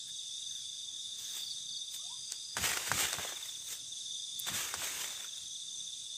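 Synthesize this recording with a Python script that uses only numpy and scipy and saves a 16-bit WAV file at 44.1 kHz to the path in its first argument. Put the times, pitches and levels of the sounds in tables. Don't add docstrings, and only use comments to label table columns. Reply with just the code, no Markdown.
import sys
import numpy as np
from scipy import signal
from scipy.fft import rfft, irfft, next_fast_len
from scipy.io import wavfile
from scipy.ndimage import uniform_filter1d, map_coordinates

SR = 44100
rng = np.random.default_rng(int(sys.argv[2]) if len(sys.argv) > 2 else 0)


def store_pcm(level_fs):
    pcm = np.round(np.clip(level_fs, -1, 1) * 32767).astype(np.int16)
    wavfile.write(sys.argv[1], SR, np.atleast_2d(pcm).T)


N = 272097


def amp(db):
    return 10 ** (np.asarray(db) / 20)


def unit(x):
    return x / np.sqrt(np.mean(x ** 2) + 1e-20)


def level_curve(points):
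    times, levels = np.transpose(points)
    return np.interp(np.arange(N) / SR, times, levels)


def wobble(rate):
    points = rng.standard_normal(int(N * rate / SR) + 4)
    return map_coordinates(points, [np.arange(N) * rate / SR])


def filtered(x, response):
    size = next_fast_len(N + 8192)
    spectrum = rfft(x, size) * response(np.fft.rfftfreq(size, 1 / SR))
    return irfft(spectrum, size)[:N]


def coloured(x, colour):
    f, db = np.transpose(colour)
    return unit(filtered(x, lambda hz: amp(np.interp(np.log(hz + 1), np.log(f), db))))


def noise(colour):
    return coloured(rng.standard_normal(N), colour)


def patchy(x, depth_db):
    bands = signal.stft(x, nperseg=1024)[2]
    patches = uniform_filter1d(rng.standard_normal(bands.shape), size=4, axis=0)
    patches = uniform_filter1d(patches, size=5, axis=1)
    return signal.istft(bands * amp(depth_db * unit(patches)), nperseg=1024)[1][:N]


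def add(track, s, sound):
    start = round(s * SR)
    lo, hi = max(start, 0), min(start + len(sound), N)
    if hi > lo:
        track[lo:hi] += sound[lo - start:hi - start]


def forest(x, t60):
    t = np.arange(SR // 2) / SR
    onset = 1 - np.exp(-t / 0.0054)
    tail = rng.standard_normal(len(t)) * amp(-60 * t / t60) * onset
    return signal.fftconvolve(x, tail / np.linalg.norm(tail))[:N]


def swells(rows, colour, gain_db):
    track, source = np.zeros(N), noise(colour)
    for s, length, db in rows:
        n = round(length * SR)
        burst = unit(np.hanning(n) * source[round(s * SR):][:n])
        add(track, s - length / 2, amp(db + gain_db) * burst)
    return track


def click(lo_hz, hi_hz, t60):
    t = np.arange(SR // 20) / SR
    band = signal.butter(2, [lo_hz, min(hi_hz, SR / 2 - 1)], 'band', fs=SR, output='sos')
    burst = signal.sosfilt(band, rng.standard_normal(len(t)) * amp(-60 * t / t60))
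    return burst / np.abs(burst).max()


def stroke(hz, fall_hz, length):
    u = np.linspace(-.5, .5, max(int(length * SR), 8))
    phase = 2 * np.pi * (np.cumsum(hz - fall_hz * u) / SR + rng.random())
    return np.cos(np.pi * u) ** 2 * np.sin(phase)


def cricket(strokes, hz, fall_hz, length, scatter, gain_db, echo_db, t60):
    song = np.zeros(N)
    for s, db in strokes:
        stroke_hz = hz * (1 + scatter * rng.standard_normal())
        stroke_fall_hz = fall_hz * (1 + 0.1 * rng.standard_normal())
        add(song, s - length / 2, amp(db + gain_db) * stroke(stroke_hz, stroke_fall_hz, length))
    return song + amp(echo_db) * forest(song, t60)


def chorus(count):
    # (middle pitch [Hz], middle fall within a stroke [Hz], stroke length [s],
    # middle stroke rate [1/s], level before its swell [dB])
    kinds = [(3580, 480, 0.02542, 21, -50), (4837, 750, .022, 26, -55), (6198, 1208, 0.01724, 31, -50.5)]
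    # (time [s], change [dB])
    kind_swells = [
        [(0,1),(1.4,3.5),(3.7,-6.5),(4.3,3.5),(5,-5),(6.17,1)],
        [(0,-1.5),(2,-0.5),(2.5,7.5),(3.5,-10.5),(4.3,-1),(5,-7)],
        [(0,0)],
    ]
    total = np.zeros(N)
    for (hz, fall_hz, length, rate, db), swell in zip(kinds, kind_swells):
        kind = np.zeros(N)
        for rank in np.linspace(-1, 1, count):
            song, pitch = np.zeros(N), hz * (1 + 0.02045 * rank)
            gaps = rng.normal(1, .1, size=256) / (rate * rng.uniform(.85, 1.15))
            for s in np.cumsum(gaps) - .3:
                if s < N / SR:
                    add(song, s, stroke(pitch * rng.normal(1, 0.0097), fall_hz, length))
            singer = song + 0.91 * forest(song, t60=0.3)
            kind += singer * amp(2.8 * wobble(10))
        total += amp(db + level_curve(swell)) * unit(kind)
    return total


def night():
    # (frequency [Hz], relative level per Hz [dB])
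    hiss_colour = [(1500,-33.5),(2600,-11),(3000,-9),(3600,11.5),(4200,-2.5),(5200,3.5),(6500,3.5),(7700,1.5),(8200,5.5),(8700,-1),(9600,1.5),(10400,-8.5),(12000,-20),(15000,-37)]
    # (frequency [Hz], relative level per Hz [dB])
    air_colour = [(20,-6),(45,-10.5),(75,-2.5),(130,0),(250,-8),(500,-13),(1100,-17),(1700,-13.5),(2200,-18.5),(6000,-20.5),(15000,-21.5)]
    pulsing_db = -49.0 + 1.0 * wobble(11) + 0.27 * wobble(0.52)
    hiss = amp(pulsing_db) * unit(patchy(noise(hiss_colour), depth_db=3.0))
    air = amp(-67.5 + wobble(3.98)) * unit(patchy(noise(air_colour), depth_db=2.3))
    return hiss + air


def thin_notes():
    # (middle pitch [Hz], level [dB])
    notes = [(8040,-68.5),(8200,-66.5)]
    waver_hz, flicker_db = 21.87, 3
    song = np.zeros(N)
    for hz, db in notes:
        phase = 2 * np.pi * np.cumsum(hz + waver_hz * wobble(40)) / SR
        note = amp(flicker_db * wobble(9)) * forest(np.sin(phase), t60=0.17)
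        song += amp(db) * unit(note)
    return song


def far_calls():
    # (middle [s], length [s], level before the gain [dB])
    calls = [(.09,0.056,-65.5),(.55,0.23,-69.5),(1.3,0.33,-64.5)]
    # (frequency [Hz], relative level per Hz [dB])
    call_colour = [(1250,-24),(1650,-6.5),(2200,-17)]
    return swells(calls, call_colour, gain_db=3.0)


def trill():
    # (start [s], gait, relative starting level [dB])
    runs = [(.150,"brisk",-43.5),(.560,"slow",-44),(.762,"brisk",-46.5),(.929,"slow",-45.5),(1.257,"brisk",-44.5),(1.756,"slow",-42.5),(2.197,"brisk",-58),(2.960,"brisk",-44.5),(3.368,"slow",-42),(3.927,"brisk",-43.5),(4.425,"slow",-44),(5.112,"brisk",-45),(5.559,"slow",-43)]
    gaits = {"brisk": (.045, 1), "slow": (.063, 12)}
    last_end_s, scatter_db = 6.19, 1.0
    strokes, ends = [], [run[0] for run in runs[1:]] + [last_end_s]
    for (start, gait, db), end in zip(runs, ends):
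        gap, fade = gaits[gait]
        count = round((end - start) / gap)
        for s in np.linspace(start, end, count, endpoint=False):
            strokes.append((s, db - fade * (s - start) + scatter_db * rng.standard_normal()))
    return strokes


def friction():
    # (firmest moment [s], rise [s], release [s],
    # relative scrape level [dB], relative fizz level above that [dB])
    rubs = [(1.2,0.045,.22,-66.5,7.5),(1.37,0.12,.16,-57.5,3),(1.948,0.054,0.051,-63,9.5),(2.32,0.032,0.063,-56.5,-5),(2.572,0.0072,0.043,-39.5,-20),(2.643,0.068,0.31,-36,-8.5),(2.774,0.0097,0.013,-34.5,-14),(2.88,0.13,0.083,-43.5,-8),(3.0,0.14,0.23,-36.5,-7.5),(3.24,0.28,0.38,-48,-7.5),(3.462,0.14,0.19,-66.5,7.5),(3.728,0.12,.07,-53,2),(4.476,.02,0.058,-43,-6),(4.573,0.12,0.31,-40,-8),(4.841,0.13,0.37,-44,-6.5),(5.01,0.18,.27,-46,-6.5),(5.251,0.26,0.045,-53,-9),(5.38,.06,0.066,-67,-1)]
    fade_db = 22.5
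    t, power = np.arange(N) / SR, np.zeros((2, N))
    for s, rise, release, db, fizz_db in rubs:
        away = np.maximum((s - t) / rise, (t - s) / release)
        shape = amp(-fade_db * np.minimum(away, 10))
        power += np.outer(amp([db, db + fizz_db]), shape) ** 2
    return np.sqrt(power)


def rubbing(scrape, fizz, grain_db, flutter_db, snag_db):
    # (frequency [Hz], relative level per Hz [dB])
    scrape_colour = [(90,-7),(230,-13),(360,-2.5),(520,-4.5),(700,-3.5),(1300,0),(1700,2.5),(3200,1.5),(4400,-11.5),(5600,-7.5),(7000,-1.5),(9000,-6.5),(11000,-24)]
    # (frequency [Hz], relative level per Hz [dB])
    fizz_colour = [(1500,-17),(3500,3),(5200,1),(6600,6),(8300,6.5),(9400,-3),(10600,-4),(11600,-9.5),(12200,0),(13500,-0.5),(15000,-3)]
    catch = amp(flutter_db * wobble(130))
    snag_happens = rng.random(N) < 170 / SR
    snags = amp(snag_db) * unit(snag_happens * rng.uniform(-1.2, 1, N))
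    grains = rng.standard_normal(N) * amp(grain_db * wobble(1500))
    slips = patchy(grains + snags, depth_db=2)
    crackle = patchy(rng.standard_normal(N) * amp(0.64 * wobble(700)), depth_db=2.0)
    body = scrape * amp(3) * coloured(slips * catch, scrape_colour)
    top = fizz * amp(11.5) * coloured(crackle * np.sqrt(catch), fizz_colour)
    return body + top


def finger_slips(scrape):
    slips_per_s = 55
    least_db, spread_db = 3, 2.8
    track = np.zeros(N)
    for place, chance in rng.random((round(slips_per_s * N / SR), 2)):
        i = int(place * N)
        peak = scrape[i] * amp(least_db - spread_db * np.log(chance + .02))
        add(track, i / SR, peak * click(377, 5500, t60=0.0096))
    return track


def chirps():
    # (last stroke [s], strokes before it [count], relative level of the last stroke [dB])
    chirp_rows = [(1.512,3,-41.5),(1.770,2,-43.5)]
    gap_s, growth_db = .039, 3.5
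    strokes = []
    for s, before, db in chirp_rows:
        for k in range(round(before) + 1):
            strokes.append((s - k * gap_s, db - k * growth_db))
    return strokes


def whistle():
    # (middle [s], length [s], pitch at the middle [Hz], level before flutter [dB])
    pieces = [(2.01,0.056,1182,-63),(2.064,0.097,748,-62),(2.117,.08,975,-54)]
    rise_hz_per_s = 4200
    tone = np.zeros(N)
    for s, length, hz, db in pieces:
        add(tone, s - length / 2, amp(db) * stroke(hz, -rise_hz_per_s * length, length))
    tone = tone * amp(2 * wobble(81))
    return tone + amp(-4) * forest(tone, t60=0.2)


def knocks(lowest_hz):
    # (time [s], knock peak [dB], dulled above [Hz], sharp tick peak [dB], tick t60 [s])
    contacts = [(2.321,-47,4000,-19,.006),(2.568,-22,3000,-26.5,.02),(2.582,-27,2000,-28,.02),(2.641,-23,4000,-43,.02),(2.717,-27,4000,-24,0.017),(2.772,-27,5000,-30,.02),(2.916,-14,3220,-24,0.048),(3.130,-27.5,4000,-19,0.019),(3.140,-28.5,714,-26,.02),(3.185,-27.5,1500,-40,.02),(3.195,-28.5,1510,-43,.02),(3.249,-31,520,-57,.02),(3.322,-37,515,-58,.02),(4.486,-29,1800,-42,.02),(4.740,-24,1410,-25,0.039),(4.819,-31,2500,-39,.02)]
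    # (middle pitch [Hz], relative level [dB], t60 [s])
    case_tones = [(752,-7,0.023),(1237,6,0.0037),(1560,6.5,0.0074),(2560,-12,0.0071)]
    # (time [s], relative level [dB])
    snaps = [(4.3932,-22),(4.3984,-17.5)]
    track, t = np.zeros(N), np.arange(SR // 20) / SR
    small_case = signal.butter(3, lowest_hz, 'high', fs=SR, output='sos')
    for s, knock_db, dull_hz, tick_db, tick_t60 in contacts:
        ring = np.zeros(len(t))
        for hz, db, t60 in case_tones:
            tone_hz = hz * (1 + 0.018 * rng.standard_normal())
            ring += amp(db - 60 * t / t60) * np.sin(2 * np.pi * tone_hz * t)
        ring = signal.sosfilt(small_case, ring)
        thud = ring / np.abs(ring).max() + 0.29 * click(380, 2700, t60=0.088)
        pad = signal.butter(2, dull_hz, fs=SR, output='sos')
        knock = signal.sosfilt(pad, thud)
        add(track, s, amp(knock_db) * knock / np.abs(knock).max())
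        add(track, s, amp(tick_db) * click(4350, 8900, t60=tick_t60))
    for s, db in snaps:
        snap = click(8500, 23000, t60=.006) + .05 * click(8500, 15000, t60=0.052)
        add(track, s, amp(db) * snap)
    return track


def pressing():
    # (middle [s], length [s], level before the gain [dB])
    presses = [(2.61,0.14,-42.5),(2.685,0.16,-53),(2.937,0.16,-42),(3.036,0.088,-49.5),(3.191,0.075,-46),(4.53,0.15,-46.5),(4.787,0.11,-54),(5.44,.08,-62.5)]
    # (frequency [Hz], relative level per Hz [dB])
    rumble_colour = [(35,-43.5),(62,-5),(85,6),(150,1),(230,-2.5),(500,-20)]
    return swells(presses, rumble_colour, gain_db=-4.5)


def scene():
    near = cricket(trill(), hz=3570, fall_hz=688, length=.031, scatter=0.0076,
                   gain_db=3.5, echo_db=-9.5, t60=0.55)
    second = cricket(chirps(), hz=4595, fall_hz=765, length=0.031, scatter=.004,
                     gain_db=6.5, echo_db=-8.5, t60=0.077)
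    far = chorus(count=4) + night() + thin_notes() + far_calls() + whistle()
    scrape, fizz = friction()
    hand = rubbing(scrape, fizz, grain_db=2, flutter_db=1.84, snag_db=-8.5) + pressing()
    taps = knocks(lowest_hz=673) + finger_slips(scrape)
    mono = near + second + far + hand + taps
    return np.array([mono, mono])


def record(dry):
    bass_cut_hz, top_hz = 55, 15100
    thin = signal.sosfilt(signal.butter(4, bass_cut_hz, 'high', fs=SR, output='sos'), dry)
    return np.array([filtered(channel, lambda hz: hz < top_hz) for channel in thin])


dry = scene()
out = record(dry)
store_pcm(out)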